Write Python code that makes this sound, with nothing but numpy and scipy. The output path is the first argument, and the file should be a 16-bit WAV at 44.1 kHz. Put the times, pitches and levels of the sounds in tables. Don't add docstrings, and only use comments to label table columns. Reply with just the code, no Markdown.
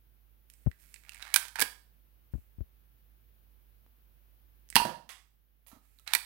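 import sys
import numpy as np
from scipy import signal
from scipy.fft import rfft, irfft
from scipy.io import wavfile

SR = 44100
rng = np.random.default_rng(int(sys.argv[2]) if len(sys.argv) > 2 else 0)


def persist_wave(psi):
    counts = np.round(np.clip(psi, -1, 1) * 32767).astype(np.int16)
    wavfile.write(sys.argv[1], SR, np.atleast_2d(counts).T)


N = 275625
TAPS = 4096
HZ = np.fft.rfftfreq(TAPS, 1 / SR)
AGE = np.arange(2 * TAPS) / SR
TIME = np.arange(N) / SR
IMPACT_RMS = np.sqrt(.002 / AGE[-1])


def amp(db):
    return 10 ** (np.asarray(db) / 20)


def unit(x):
    return x / np.sqrt(np.mean(x ** 2) + 1e-30)


def curve(points, f=HZ):
    at, value = np.transpose(points)
    return np.interp(np.log(f + 1), np.log(at + 1), value)


def add(mix, start, sound):
    part = mix[round(start * SR):][:len(sound)]
    part += sound[:len(part)]


def colour(x, db):
    log_gain = np.log(amp(np.r_[db, db[-2:0:-1]]))
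    kernel = np.fft.ifft(np.exp(np.conj(signal.hilbert(log_gain)))).real
    return signal.oaconvolve(x, kernel[:TAPS // 2])[:len(x)]


def struck(spectrum, tilt, peak_hz, peak_db):
    octaves = np.log2((HZ + 100) / 3000)
    peak = np.exp(-(np.log2((HZ + 1) / peak_hz) / .17) ** 2)
    return curve(spectrum) + tilt * octaves + peak_db * peak


def impact(spectrum_db, decay_s, rattle_db, rattle_s):
    fall = np.exp(-AGE / decay_s)
    burst = rfft(rng.standard_normal(len(AGE)) * fall)
    crack = irfft(burst / (abs(burst) + 1e-12)) * np.sqrt(fall)
    crack *= 1 - np.exp(-AGE / (.29 * decay_s))
    rattle = rng.standard_normal(len(AGE)) * np.exp(-AGE / rattle_s) * (1 - fall)
    return IMPACT_RMS * unit(colour(unit(crack) + amp(rattle_db) * unit(rattle), spectrum_db))


def ping(hz, cycles):
    return IMPACT_RMS * unit(np.sin(2 * np.pi * hz * AGE) * np.exp(-AGE * hz / cycles))


def ring(modes):
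    fade = np.minimum(1, 2 * (1 - AGE / AGE[-1]))
    return fade * sum(amp(db - 60 * AGE / t60) * np.sin(2 * np.pi * hz * AGE) for hz, db, t60 in modes)


# frequency in Hz, relative level in dB.
LEFT_NOISE = [(20, -10.5), (52, 1.5), (110, -3.5), (250, -10), (1000, -19), (1600, -16.5), (2000, -20),
              (2900, -18), (6000, -28.5), (8500, -35.5), (11500, -18), (15000, -12), (16500, -17.5)]
RIGHT_NOISE = [(20, -8.5), (36, -4), (52, 8.5), (70, -1), (110, -0.5), (200, -8), (500, -17), (1000, -23),
               (3000, -26), (6000, -32), (8500, -39), (11500, -21), (15000, -17), (16500, -19)]
# time in seconds, gain in dB.
BACKGROUND_GAIN = [(0, 3.5), (4.75, 5.5), (4.95, -2), (6.25, 1.5)]
def background():
    left = amp(-73.5) * unit(colour(rng.standard_normal(N), curve(LEFT_NOISE)))
    right = amp(-70.5) * unit(colour(rng.standard_normal(N), curve(RIGHT_NOISE)))
    waver = unit(signal.resample(rng.standard_normal(40), N))
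    hum = np.sin(2 * np.pi * 52.8 * TIME + .43 * waver)
    gain = amp(np.interp(TIME, *np.transpose(BACKGROUND_GAIN)))
    return gain * (np.array([left, right]) + amp([[-73], [-61.5]]) * hum)


# frequency in Hz, time to fall 60 dB in seconds.
REVERB_TIMES = [(100, 0.37), (400, 0.34), (1000, .42), (2000, 0.35), (5000, .39), (9000, 0.36),
                (16000, 0.31)]
def room(x):
    f, t, bands = signal.stft(rng.standard_normal(SR * 3 // 4), SR, nperseg=256)
    decay = amp(-60 * t / curve(REVERB_TIMES, f)[:, None])
    tail = signal.istft(bands * decay, SR, nperseg=256)[1]
    tail *= 1 - np.exp(-np.arange(len(tail)) / SR / .0019)
    return signal.oaconvolve(x, tail / np.linalg.norm(tail))[:N]


# frequency in Hz, relative level in dB.
CREAK_SPECTRUM = [(100, 2), (400, 9.5), (1500, -4), (4000, -18), (9000, -24), (16000, -32)]
def creak(start=3.8641):
    out = np.zeros(N)
    click = impact(curve(CREAK_SPECTRUM), decay_s=.000315, rattle_db=-16.5, rattle_s=.00378)
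    add(out, start, amp(-63) * click)
    return out


# frequency in Hz, relative level in dB.
SCUFF_SPECTRUM = [(50, 0.5), (200, 7), (450, -7), (900, -22), (2000, -30), (8000, -44)]
# start in seconds, relative level in dB, first pitch in Hz, rise time in seconds.
TOUCHES = [(0.6623, -12.5, 87, .0005), (0.6708, -13.5, 132.2, 0.000044), (2.3368, -22.5, 110, 0.00013),
           (2.352, -24, 76, .0006), (2.3802, -35.5, 75, .0002), (2.584, -31.5, 85, 0.00053),
           (2.6067, -22, 79, 0.000474)]
def bumps(rest_hz=53, sag_s=.012, decay_s=.0077):
    out = np.zeros(N)
    for start, db, hz, rise_s in TOUCHES:
        pitch = rest_hz + (hz - rest_hz) * np.exp(-AGE / sag_s)
        swing = np.sin(2 * np.pi * np.cumsum(pitch) / SR) * np.exp(-AGE / decay_s)
        pole = np.exp(-1 / (SR * rise_s))
        cushioned = signal.lfilter([1 - pole], [1, -pole], swing)
        scuff = impact(curve(SCUFF_SPECTRUM), decay_s=.004, rattle_db=-10, rattle_s=.012)
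        add(out, start, amp(db) * (cushioned + amp(-17) * scuff))
    return colour(out, curve([(10, -22), (45, 4), (700, 7), (2000, 4), (8000, -12)]))


# frequency in Hz, relative level in dB.
FLOOR_SPECTRUM = [(50, -6), (130, -3), (300, 6), (420, -15), (1000, -10), (3000, -46.5), (16000, -47)]
# start in seconds, level in dB.
FOOTFALLS = [(5.727, -45.5), (5.762, -49.5)]
def steps():
    out = np.zeros(N)
    for start, db in FOOTFALLS:
        knock = impact(curve(FLOOR_SPECTRUM), decay_s=.00703, rattle_db=-7, rattle_s=.012)
        add(out, start, amp(db) * knock)
    return out


def strokes(rows, attack_s, release_s, swell_db_per_s):
    gain = np.zeros(N)
    for start, length, db in rows:
        age = np.maximum(TIME - start, 0)
        held = amp(db + swell_db_per_s * np.minimum(age, length))
        release = np.exp(-np.maximum(age - length, 0) / release_s)
        gain += np.minimum(age / attack_s, 1) * held * release
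    return gain


def friction(spectrum, slips_per_s, spread_db):
    size = amp(spread_db * np.minimum(rng.exponential(1, N), 4))
    slips = rng.standard_normal(N) * size * (rng.random(N) < slips_per_s / SR)
    return unit(colour(slips, curve(spectrum)))


# start in seconds, length in seconds, initial level in dB.
RACK_STROKES = [(1.025, .18, -63.5), (1.200, .23, -49), (1.575, .045, -41.5), (6.060, 0.092, -45)]
RUB_STROKES = [(.49, .29, -68.5), (.785, 0.21, -60.5), (2.31, 0.087, -70), (5.82, 0.29, -69.5)]
# frequency in Hz, relative level in dB.
RAIL_SPECTRUM = [(100, -32.5), (420, -28), (750, -5.5), (1200, -5), (1600, 0), (2200, -1), (3000, -10),
                 (4000, -9), (6500, -17.5), (9000, -15.5), (16000, -24)]
SKIN_SPECTRUM = [(200, -14.5), (1000, -10.5), (1500, -2), (2300, 2.5), (3200, -5), (6000, -5), (8500, 0),
                 (13000, 2), (16000, -4)]
def scrape():
    drag = strokes(RACK_STROKES, attack_s=.016, release_s=.035, swell_db_per_s=18.5)
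    rub = strokes(RUB_STROKES, attack_s=.015, release_s=.06, swell_db_per_s=-12)
    rails = friction(RAIL_SPECTRUM, slips_per_s=2400, spread_db=4)
    skin = friction(SKIN_SPECTRUM, slips_per_s=7200, spread_db=1.5)
    return drag * rails + rub * skin


# frequency in Hz, relative level in dB.
CATCH_SPECTRUM = [(100, -32), (600, -28.5), (1100, -18), (1600, -3), (2500, -1), (3400, -3.5), (6000, -6.5),
                  (8700, -4), (12000, -8.5), (16000, -12.5)]
def tick(db, tilt, hz):
    spectrum = struck(CATCH_SPECTRUM, tilt, hz, peak_db=8.5)
    crack = impact(spectrum, decay_s=.0009, rattle_db=-8.5, rattle_s=.0067)
    return amp(db) * (crack + amp(-7.5) * ping(hz, cycles=7))


# start in seconds, level in dB, tilt in dB per octave, resonance in Hz.
CATCH_CLICKS = [(.5003, -44.5, 2.5, 11200), (.5375, -50.5, 2, 8600), (.7148, -44, -4.5, 1880),
                (0.942, -46.5, -4, 2600), (.942, -37.5, 2, 8300), (.9605, -45.5, -4, 2500),
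                (1.0935, -36, 0.5, 2700), (1.1460, -43.5, -1, 8600), (1.2219, -41, -3, 2400),
                (1.2255, -32.5, -3.5, 3923), (1.3720, -27, -1, 9000), (1.4530, -38, -2.5, 1000),
                (1.4830, -37.5, .5, 3238), (4.6890, -53, 2, 6040), (4.7020, -33.5, 5, 8500),
                (4.7265, -41, -5, 2000), (4.7505, -42, -0.5, 1993), (5.9875, -53, 2.5, 3900),
                (5.9965, -51.5, 2.5, 1300), (6.0757, -34, -1.5, 2500), (6.077, -29.5, -2, 4070)]
# start in seconds, length in seconds, first level in dB, tilt in dB per octave.
SPRING_RUNS = [(1.0365, .032, -53.5, -4), (1.1200, .07, -43, -.5)]
def mechanism(first_gap_s=.0142, gap_ratio=.9, fade_db=-1.15):
    out = np.zeros(N)
    for start, db, tilt, hz in CATCH_CLICKS:
        add(out, start, tick(db, tilt, hz))
    delays = np.r_[0, np.cumsum(first_gap_s * gap_ratio ** np.arange(10))]
    for start, length, db, tilt in SPRING_RUNS:
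        for k, delay in enumerate(delays[delays < length]):
            add(out, start + delay, tick(db + k * fade_db, tilt, hz=2303))
    return out


# frequency in Hz, relative level in dB.
SLIDE_SPECTRUM = [(80, -39.5), (380, -32.5), (650, -20), (900, -8), (1200, -12), (1650, -6), (2400, -6.5),
                  (3100, -10), (4600, -7.5), (6800, -13), (9000, -6.5), (12000, -9.5), (16000, -15)]
# frequency in Hz, relative level in dB, time to fall 60 dB in seconds.
SLIDE_RESONANCES = [(908, -44, .2), (1647, -43, .32), (1850, -46, .3), (2332.3, -47.5, .22),
                    (2620, -50, .22), (4080, -55, .15), (8786, -50.5, .2)]
def clack(db, tilt, hz, firm_db=-15):
    decay_s = .0011 * np.exp(.0861 * (firm_db - db))
    crack = impact(struck(SLIDE_SPECTRUM, tilt, hz, peak_db=5), decay_s, rattle_db=-8, rattle_s=.0091)
    modes = sum(rng.standard_normal() * ring([mode]) for mode in SLIDE_RESONANCES)
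    return amp(db) * (crack + amp(-8.5) * ping(hz, cycles=9.5) + modes)


# start in seconds, level in dB, tilt in dB per octave, resonance in Hz.
SLIDE_HITS = [(1.3415, -10, 2, 2310), (1.3609, -8.5, 0, 1551), (1.5563, -29, -4, 1580),
              (1.565, -37.5, -5, 1730), (1.5873, -27.5, -5.5, 1640), (1.5944, -22, -0.5, 2427),
              (1.6030, -17.5, 4, 1670), (1.6139, -16, 1, 1672), (1.6186, -17, 3, 1643),
              (1.6224, -14.5, -1.2, 1650), (6.1355, -13.5, -0.4, 3670), (6.1501, -11.5, -0.57, 1915)]
# start in seconds, level in dB.
GRIP_JOLTS = [(1.5951, -38.5), (1.6217, -29), (6.1530, -43.5)]
# frequency in Hz, relative level in dB.
GRIP_SPECTRUM = [(60, -17), (130, -8.5), (280, -3.5), (370, -5.5), (470, 0.5), (600, -11), (1500, -20.5),
                 (16000, -49.5)]
def slide(graze_s=.0026, rebound_s=.0015):
    out = np.zeros(N)
    for start, db, tilt, hz in SLIDE_HITS:
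        add(out, start - graze_s, clack(db - 22, tilt, hz))
        add(out, start, clack(db, tilt, hz))
        add(out, start + rebound_s, clack(db - 5.5, tilt, hz=2396))
    radiation = curve([(100, -11), (400, -6), (750, 1), (16000, .5)])
    out = colour(out, radiation)
    for start, db in GRIP_JOLTS:
        thump = impact(curve(GRIP_SPECTRUM), decay_s=.006, rattle_db=-7, rattle_s=.012)
        add(out, start, amp(db) * thump)
    return out


# frequency in Hz, relative level in dB.
CLOTH_SPECTRUM = [(50, -26), (120, -3.5), (200, 0.5), (300, -2.5), (370, -6.5), (480, -3.5), (900, -5.5),
                  (1400, -10.5), (3000, -20.5), (10000, -32.5)]
PELLET_SPECTRUM = [(100, -29), (300, -25), (550, -8), (1000, -4), (2000, -0.5), (3200, -1.5), (6000, -2.5),
                   (10000, -1.5), (16000, -7.5)]
# start in seconds, direct level in dB, tilt in dB per octave, resonance in Hz.
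PELLET_BOUNCES = [(5.0916, -38.5, -1.5, 3340), (5.0950, -40.5, -2, 1900), (5.6650, -55, -5, 990),
                  (5.67, -42.5, 12.5, 13100), (5.6830, -53, 0.5, 13500), (5.7158, -51, -5.5, 1320)]
def pellet(backdrop_s=4.851):
    thud, clicks = np.zeros((2, N))
    cloth = impact(curve(CLOTH_SPECTRUM), decay_s=.0045, rattle_db=-13, rattle_s=.022)
    add(thud, backdrop_s, amp(-21) * cloth)
    for start, db, tilt, hz in PELLET_BOUNCES:
        spectrum = struck(PELLET_SPECTRUM, tilt, hz, peak_db=5.5)
        click = impact(spectrum, decay_s=.00072, rattle_db=-3, rattle_s=.0038)
        add(clicks, start, amp(db) * click)
        add(clicks, start, amp(db + 5) * room(click))
    return thud, clicks


# frequency in Hz, relative level in dB.
PISTON_SPECTRUM = [(60, -41.5), (110, -7.5), (200, 0), (400, -18.5), (700, -19.5), (1200, -12), (2000, 4.5),
                   (2400, -11), (3100, -1.5), (3800, -9), (4900, 4), (6500, -13), (10000, -3), (16000, -15)]
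MUZZLE_SPECTRUM = [(70, -44), (170, -6.5), (280, -15), (370, -19), (600, -15.5), (950, -2), (1400, -7.5),
                   (2200, -12.5), (2750, 0.5), (3500, -11.5), (4500, -2), (6700, -20), (10000, -12.5),
                   (16000, -22.5)]
# frequency in Hz, level in dB, time to fall 60 dB in seconds.
BARREL_MODES = [(939.5, -16.5, 0.16), (866, -28.5, 0.18), (959, -26.5, 0.33), (1148, -32.5, .18),
                (1484, -36, .2), (2700, -30, 0.15), (2785, -30.5, 0.14), (4290, -36.5, .16),
                (4502, -40.5, 0.16)]
# delay in seconds, gain in dB.
WALL_ECHOES = [(0.011, -6.5), (0.0371, -8.5), (.0550, -6.5)]
def shot(piston_s=4.756, muzzle_s=4.7634):
    piston, muzzle, barrel = np.zeros((3, N))
    slam = impact(curve(PISTON_SPECTRUM), decay_s=.00089, rattle_db=-7, rattle_s=.007)
    puff = impact(curve(MUZZLE_SPECTRUM), decay_s=.0025, rattle_db=-4.5, rattle_s=.016)
    ringing = ring(BARREL_MODES)
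    add(piston, piston_s, amp(-6) * slam)
    add(muzzle, muzzle_s, amp(-6) * puff)
    add(barrel, muzzle_s, ringing)
    for delay, db in WALL_ECHOES:
        add(barrel, muzzle_s + delay, amp(db) * ringing)
    to_room = amp(-8.5) * piston + amp(-10) * muzzle + amp(-7.5) * barrel
    return piston + muzzle + barrel, to_room


# frequency in Hz, gain in dB.
LEFT_PORT = [(50, -7.5), (200, -4.5), (350, -10.5), (600, -15), (1000, -17.5), (2000, -23.5), (4500, -28),
             (6500, -38.5), (8500, -49.5), (12000, -33), (16000, -29.5)]
def scene():
    handling = mechanism() + steps() + scrape()
    clacks = slide()
    shot_direct, shot_to_room = shot()
    thud, bounces = pellet()
    sources = handling + clacks + shot_direct + thud + bounces
    to_room = amp(-8.5) * handling + amp(-13) * clacks + shot_to_room + thud
    shared_reverb = room(to_room)
    left_reverb = colour(room(to_room), curve([(100, -12), (300, -8), (600, 1), (16000, 1)]))
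    left = colour(sources + .5 * shared_reverb + left_reverb, curve(LEFT_PORT)) + bumps()
    right = sources + shared_reverb
    return np.array([left, right]) + creak() + background()


def record(dry):
    lowpass = signal.firwin(401, cutoff=16300, window=("kaiser", 9), fs=SR)
    return signal.oaconvolve(np.clip(dry, -1, 1), lowpass[None], "same")


dry = scene()
out = record(dry)
persist_wave(out)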